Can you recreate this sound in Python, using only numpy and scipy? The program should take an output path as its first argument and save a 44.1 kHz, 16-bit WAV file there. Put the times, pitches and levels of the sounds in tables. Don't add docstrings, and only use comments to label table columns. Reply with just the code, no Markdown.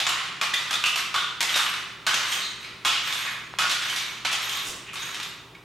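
import sys
import numpy as np
from scipy import signal
from scipy.fft import rfft, irfft, next_fast_len
from scipy.io import wavfile
from scipy.ndimage import uniform_filter1d

SR = 44100
rng = np.random.default_rng(int(sys.argv[2]) if len(sys.argv) > 2 else 0)


def master(y):
    cut = np.clip(np.atleast_2d(y).T, -1, 1)
    pcm = np.round(cut * 32767)
    wavfile.write(sys.argv[1], SR, pcm.astype(np.int16))


N = 248718
TIME = np.arange(N) / SR


def amp(db):
    return 10 ** (np.asarray(db) / 20)


def unit(x):
    return x / np.sqrt(np.mean(x ** 2) + 1e-20)


def read(points, hz):
    f, value = np.transpose(points)
    return np.interp(np.log(hz + 1), np.log(f + 1), value)


def over_time(points):
    return np.interp(TIME, *np.transpose(points))


def add(mix, s, sound):
    part = mix[max(round(s * SR), 0):][:len(sound)]
    part += sound[:len(part)]


def hump(hz, centre_hz, width_hz):
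    return 1 / np.sqrt(1 + (2 * (hz - centre_hz) / width_hz) ** 2)


def click(gain):
    both_halves = np.r_[gain, gain[-2:0:-1]]
    log_gain = np.log(np.maximum(both_halves, 1e-5))
    wave = np.fft.ifft(np.exp(np.conj(signal.hilbert(log_gain)))).real
    return wave / np.linalg.norm(wave)


def colour(x, gain_at):
    n = next_fast_len(len(x), True)
    spectrum = rfft(x, n) * gain_at(np.fft.rfftfreq(n, 1 / SR))
    return unit(irfft(spectrum, n)[:len(x)])


def slow_noise(width_hz):
    return colour(rng.standard_normal(N), lambda hz: hump(hz, 0, width_hz) ** 2)


def contacts(per_s, spread_db, size):
    strength = amp(spread_db * np.minimum(rng.exponential(1, size), 2.5))
    sign = rng.choice([-1, 1], size)
    touching = rng.random(size) < per_s / SR
    return unit(strength * sign * touching)


def clatter(push, seconds):
    fall = np.exp(-1 / (SR * max(seconds, .0001)))
    energy = signal.lfilter([1 - fall], [1, -fall], push)
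    return np.sqrt(energy) * rng.standard_normal(len(push))


def evenly(force, size=24):
    z = rfft(force, 2 * len(force))
    power = uniform_filter1d(abs(z) ** 2, 4 * size)
    even = irfft(z / np.sqrt(power + 1e-12))[:len(force)]
    return even / np.linalg.norm(even)


# (frequency [Hz], relative level [dB per Hz])
HOUSE_TONE = [(20, -19), (60, -3.5), (100, -6.5), (160, 2), (250, -6), (350, -2.5), (600, -11), (1100, -6),
              (2000, -20), (16000, -33)]
# (frequency [Hz], level [dB])
HUM_NOTES = [(120, -59.5), (195, -68), (390, -63.5)]
HOUSE_DB = -51.5
HUM_WAVER = .15


def house(side_db=-22):
    mid, side = (colour(rng.standard_normal(N), lambda hz: amp(read(HOUSE_TONE, hz))) for _ in range(2))
    side = amp(side_db) * side
    out = amp(HOUSE_DB) * np.array([mid + side, mid - side])
    for hum_hz, db in HUM_NOTES:
        loudness = amp(db) * np.sqrt(2) * (1 + HUM_WAVER * slow_noise(9.2))
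        out += loudness * np.sin(2 * np.pi * (hum_hz * TIME + rng.random()))
    return out


PUSH_S, BRAKE_DB_PER_S = 0.023, 181


def stretch(start, length, coast_db_per_s):
    t = np.maximum(TIME - start, 0)
    braking = BRAKE_DB_PER_S * np.maximum(t - length, 0)
    return np.minimum(t / PUSH_S, 1) * amp(-coast_db_per_s * t - braking)


# (frequency [Hz], relative level [dB])
RATTLE_TONE = [(60, -61), (250, -13.5), (550, -10.5), (900, -4), (1130, 4.5), (1600, 3), (2400, 5),
               (3800, 1), (7500, -12), (10000, -17.5), (14000, -51)]
# (start [s], length [s], relative rattle level [dB], relative jingle level [dB])
ROLLING_STRETCHES = [ (0.113, 0.13, -30.5, -50), (0.56, 0.15, -36.5, -45.5), (0.943, 0.028, -27, -40),
                     (1.475, 0.27, -25.5, -38.5), (2.154, 0.06, -25, -41), (2.253, 0.14, -32, -35.5),
                     (2.592, 0.024, -36, -51.5), (3.017, 0.092, -31.5, -38), (3.13, 0.16, -31, -40),
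                     (3.793, 0.32, -29.5, -39), (4.397, 0.061, -31.5, -35), (4.49, 0.16, -34, -38),
                     (4.967, 0.3, -33, -42)]
COAST_DB_PER_S = 29.5
FIDGET_DB, CROUCH_S = -49.5, 4.94


def rolling(per_s=270, spread_db=5.0, crack_s=0.0015, lump_db=-1.6, level_db=-1, size=1024):
    motion = amp(FIDGET_DB) * stretch(0, CROUCH_S, 0)
    for s, length, db, _ in ROLLING_STRETCHES:
        motion += amp(db) * stretch(s, length, COAST_DB_PER_S)
    lumps = lump_db * slow_noise(61)
    knocks = clatter(contacts(per_s, spread_db, N) ** 2, crack_s)
    knocks *= motion * amp(lumps + level_db)
    tone = amp(read(RATTLE_TONE, np.fft.rfftfreq(size, 1 / SR)))
    return signal.oaconvolve(knocks, click(tone))[:N]


# (time [s], relative level [dB], floor knock [dB], treble slope [dB per octave above 3500 Hz],
# shell pitch [Hz], shell ring [dB], chatter decay [s])
STRIKES_AND_RINGS = [ (.001, -12.5, 4, -0.5, 3800, 6, 0.013), (.067, -11.5, 7, -2.5, 7200, 10, 0.008),
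                     (.091, -19, 12, 13.5, 2820, 23, .0015), (.103, -17, 18, -10, 2860, 10, .0015),
                     (.413, -11, 10, 0, 2450, 7, 0.028), (.536, -16, -10, -5, 1920, 20, 0.0017),
                     (.540, -14.5, -2, 3, 3590, 9.5, 0.0036), (.709, -15.5, 11.5, 2, 3570, 1, 0.014),
                     (.729, -15, 9, 3, 3560, 10.5, 0.031), (.839, -9.5, 15.5, 2, 2710, 19, 0.0031),
                     (.859, -12.5, -20, 1, 2830, 8, 0.021), (.958, -16, 9, 3.5, 2520, 4, 0.026),
                     (1.142, -13, -0.5, -1.5, 1153, 22, .014), (1.150, -17, 8, 3, 1480, 22, 0.047),
                     (1.158, -14, -3, -2, 3570, 10.5, 0.053), (1.406, -11, 0.5, 3, 2030, 7, 0.025),
                     (1.493, -18, 4, -2, 3200, 13, .014), (1.541, -17.5, 0, -1, 3730, 11, 0.017),
                     (1.560, -11.5, 12, 5, 3700, 6, 0.03), (1.664, -18, 0, -9, 2820, 9, 0.013),
                     (2.066, -8, 8.5, 0, 1580, 5.5, 0.033), (2.142, -13, -10, 1.5, 6260, 6.5, 0.0047),
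                     (2.320, -17, -2, 6, 3130, 10.5, 0.02), (2.849, -8, 11, 2.5, 3240, 5, 0.025),
                     (2.870, -10.5, -38, -4.5, 2850, 4, 0.062), (3.125, -17, -4, 6, 3500, 14, 0.0039),
                     (3.587, -9, 12, 2, 2650, 4, 0.016), (3.618, -12.5, 0, -3, 1466, 14, 0.03),
                     (3.696, -11.5, -22, 2, 3480, 3.5, 0.025), (3.898, -19.5, -14, 6, 3060, 14, .0015),
                     (3.961, -16.5, -18, 3.5, 3800, 6, 0.02), (4.249, -12, 5.5, -1.5, 2350, 3.5, 0.019),
                     (4.316, -13, 3, 2, 3300, 3, 0.033), (4.495, -19, -9, 4, 3060, 12.5, 0.01),
                     (4.532, -19, 4, 0.5, 3340, 8, 0.042), (4.933, -24.5, 18, 8, 2450, 13, 0.027),
                     (4.956, -24, 0, -1.5, 3600, 4, .014), (5.145, -26, -2, 2.5, 3720, -2, 0.0044),
                     (5.2, -23.5, 2, -1.5, 2750, 2, 0.0051), (5.23, -25.5, -4, 4.5, 3680, 8, 0.004),
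                     (5.549, -38, 4, -3, 2270, 15, 0.0024)]
# (frequency [Hz], relative level [dB])
STRIKE_TONE = [(60, -21.5), (500, -13), (750, -5), (3400, 3.5), (4800, -2.5), (7000, -7), (10000, -16.5),
               (14000, -22), (16000, -48)]
# (time [s], pitch [Hz])
BOARD_PITCH = [(.41, 1150), (.8, 1290), (1.15, 1200), (1.56, 1260), (2.85, 1226)]
KNOCK_WIDTH_HZ = 480
SHELL_Q = 8.5


def clacks(chatter_energy_per_s=60, chatter_per_s=340, chatter_spread_db=4.0, crack_s=0.0015,
           flat_s=0.019, level_db=22, size=2048):
    out, hz, t = np.zeros(N), np.fft.rfftfreq(size, 1 / SR), TIME[:4 * size]
    octaves = np.clip(np.log2((hz + 1) / 3500), 0, 1.5)
    for s, db, knock_db, treble_db, shell_hz, shell_db, chatter_s in STRIKES_AND_RINGS:
        knock_hz = np.interp(s, *np.transpose(BOARD_PITCH))
        knock = knock_db * hump(hz, knock_hz, KNOCK_WIDTH_HZ) ** 2
        shell = 1 + (amp(shell_db) - 1) * hump(hz, shell_hz, shell_hz / SHELL_Q) ** 2
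        gain = amp(read(STRIKE_TONE, hz) + treble_db * octaves + knock) * shell
        bounces = contacts(chatter_per_s, chatter_spread_db, len(t)) * np.exp(-t / max(chatter_s, .001))
        push = chatter_energy_per_s * bounces ** 2 / SR
        push[0] = np.exp(-chatter_s / flat_s)
        force = evenly(clatter(push, crack_s))
        add(out, s, amp(db + level_db) * signal.fftconvolve(force, click(gain)))
    return out


def ticks(per_s=130, spread_db=2.0, crack_s=0.0008, centre_hz=11300, width_hz=9500, level_db=-12.5):
    meetings = clatter(contacts(per_s, spread_db, N) ** 2, crack_s)
    return amp(level_db) * colour(meetings, lambda hz: hump(hz, centre_hz, width_hz) ** 4)


CHINK_S = .018


def nudge(start):
    u = np.maximum(TIME - start, 0) / CHINK_S
    return u * np.exp(1 - u)


AXLE_PARTS = {"A": (3760, 4, .02), "B": (5905, -2, .12), "C": (6660, -1, .12), "D": (8415, -2, .13),
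              "E": (11605, -4.5, .065), "F": (13417, -7.5, .09)}
# (time [s], part name, level of the shove [dB])
METAL_CHINKS = [(.96, "E", -47), (1.6, "D", -43), (2.33, "D", -54), (2.39, "C", -37), (3.25, "E", -54),
                (4.005, "B", -49), (4.5, "F", -50), (5.0, "C", -39)]
JINGLE_COAST_DB_PER_S = 32
JINGLE_FITS_DB = 6


def jingle(per_s=200, spread_db=0.0, level_db=-7, wander_hz=40):
    out, shake = np.zeros(N), np.zeros(N)
    for s, length, _, db in ROLLING_STRETCHES:
        shake += amp(db) * stretch(s, length, JINGLE_COAST_DB_PER_S)
    for part, (hz, db, t60) in AXLE_PARTS.items():
        wander = slow_noise(310)
        fits = amp(JINGLE_FITS_DB * np.tanh(slow_noise(33)))
        drive = amp(db + level_db) * shake * fits
        for s, which, chink_db in METAL_CHINKS:
            if which == part:
                drive += amp(chink_db) * nudge(s)
        hits = (drive + 1e-9) * contacts(per_s, spread_db, N)
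        turn = np.exp(2j * np.pi * np.cumsum(hz + wander_hz * wander) / SR)
        fall = np.exp(-np.log(1000) / (t60 * SR))
        ring = signal.lfilter([np.sqrt(2 - 2 * fall ** 2)], [1, -fall], hits / turn)
        out += (turn * ring).imag
    return out + shake * ticks()


# (time [s], relative level [dB], pitch [Hz], width [Hz])
BOOT_TAPS = [(1.437, -33, 885, 300), (1.561, -32, 550, 352), (3.539, -32.5, 1110, 1070),
             (4.251, -29, 770, 403)]


def taps(level_db=22, size=1024):
    out, hz = np.zeros(N), np.fft.rfftfreq(size, 1 / SR)
    for s, db, pitch_hz, width_hz in BOOT_TAPS:
        add(out, s, amp(db + level_db) * click(hump(hz, pitch_hz, width_hz) ** 2))
    return out


# (start [s], length [s], relative level [dB], pitch [Hz], width [Hz])
SKIDS_AND_SCUFFS = [(2.382, 0.1, -29, 3900, 972), (3.231, 0.092, -30.5, 1920, 760),
                    (4.58, 0.23, -46.5, 400, 600), (4.613, 0.13, -35, 6840, 5551),
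                    (4.845, 0.087, -39, 2620, 1110)]


def skids(slips_per_s=2500):
    out = np.zeros(N)
    for s, length, db, pitch_hz, width_hz in SKIDS_AND_SCUFFS:
        slips = colour(contacts(slips_per_s, 11.0, SR), lambda hz: hump(hz, pitch_hz, width_hz) ** 2)
        stroke = np.hanning(int(np.clip(length, .01, 1) * SR))
        add(out, s, amp(db) * slips[:len(stroke)] * stroke)
    return out


# (frequency [Hz], time to fade by 60 dB [s])
ROOM_FADE = [(600, 0.66), (1300, 1.0), (3000, 0.9), (8000, 0.64), (14000, 0.42)]


def room(x, side_db=-8.5, early_db=2, early_s=0.06, gap_s=0.00031, apart_hz=380):
    t = TIME[:int(1.3 * SR)]
    hz, frame_s, z = signal.stft(rng.standard_normal((2, len(t))), SR, nperseg=256)
    fade = np.exp(-np.log(1000) * frame_s / read(ROOM_FADE, hz)[:, None])
    tail = signal.istft(z * fade, SR, nperseg=256)[1][:, :len(t)]
    tail *= amp(early_db * np.exp(-t / early_s)) * np.clip(t / gap_s - 1, 0, 1)
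    tail /= np.linalg.norm(tail, axis=1, keepdims=True)
    mid, side = signal.fftconvolve(x[None], tail, axes=1)[:, :N]
    side = amp(side_db) * signal.lfilter(*signal.butter(1, apart_hz, "high", fs=SR), side)
    return np.array([mid + side, mid - side])


def blended_room(x, count=9):
    turn = TIME / .02
    out = np.zeros((2, N))
    for k in range(count):
        share = np.sin(np.pi / 2 * np.minimum((turn - k) % count, 2))
        out += room(x * share)
    return out


# (time [s], level [dB])
STRAIGHT_PATH = [(0, -5.5), (1.5, -2), (2.8, -8), (5.6, -4.5)]


def scene(wet_db=-2, tap_wet_db=-10, right_db=0.5):
    skates = clacks() + rolling() + jingle() + skids()
    tap = taps()
    straight = amp(over_time(STRAIGHT_PATH)) * skates + tap
    echoes = amp(wet_db) * blended_room(skates + amp(tap_wet_db) * tap)
    return (straight + echoes) * amp([[-right_db], [right_db]]) + house()


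SQUEEZE = .6
EDGE_HZ = 16300


def record(dry, limit_db=-20, sense_s=0.0059, ceiling_db=-7):
    fall = np.exp(-1 / (SR * sense_s))
    power = signal.lfilter([1 - fall], [1, -fall], (dry ** 2).mean(0))
    power_db = 10 * np.log10(power + 1e-12)
    held = dry * amp(-SQUEEZE * np.maximum(power_db - limit_db, 0))
    held = amp(ceiling_db) * np.tanh(held / amp(ceiling_db))
    low_pass = signal.firwin(511, EDGE_HZ, window=("kaiser", 9), fs=SR)
    return signal.oaconvolve(held, low_pass[None], "same")


dry = scene()
out = record(dry)
master(out)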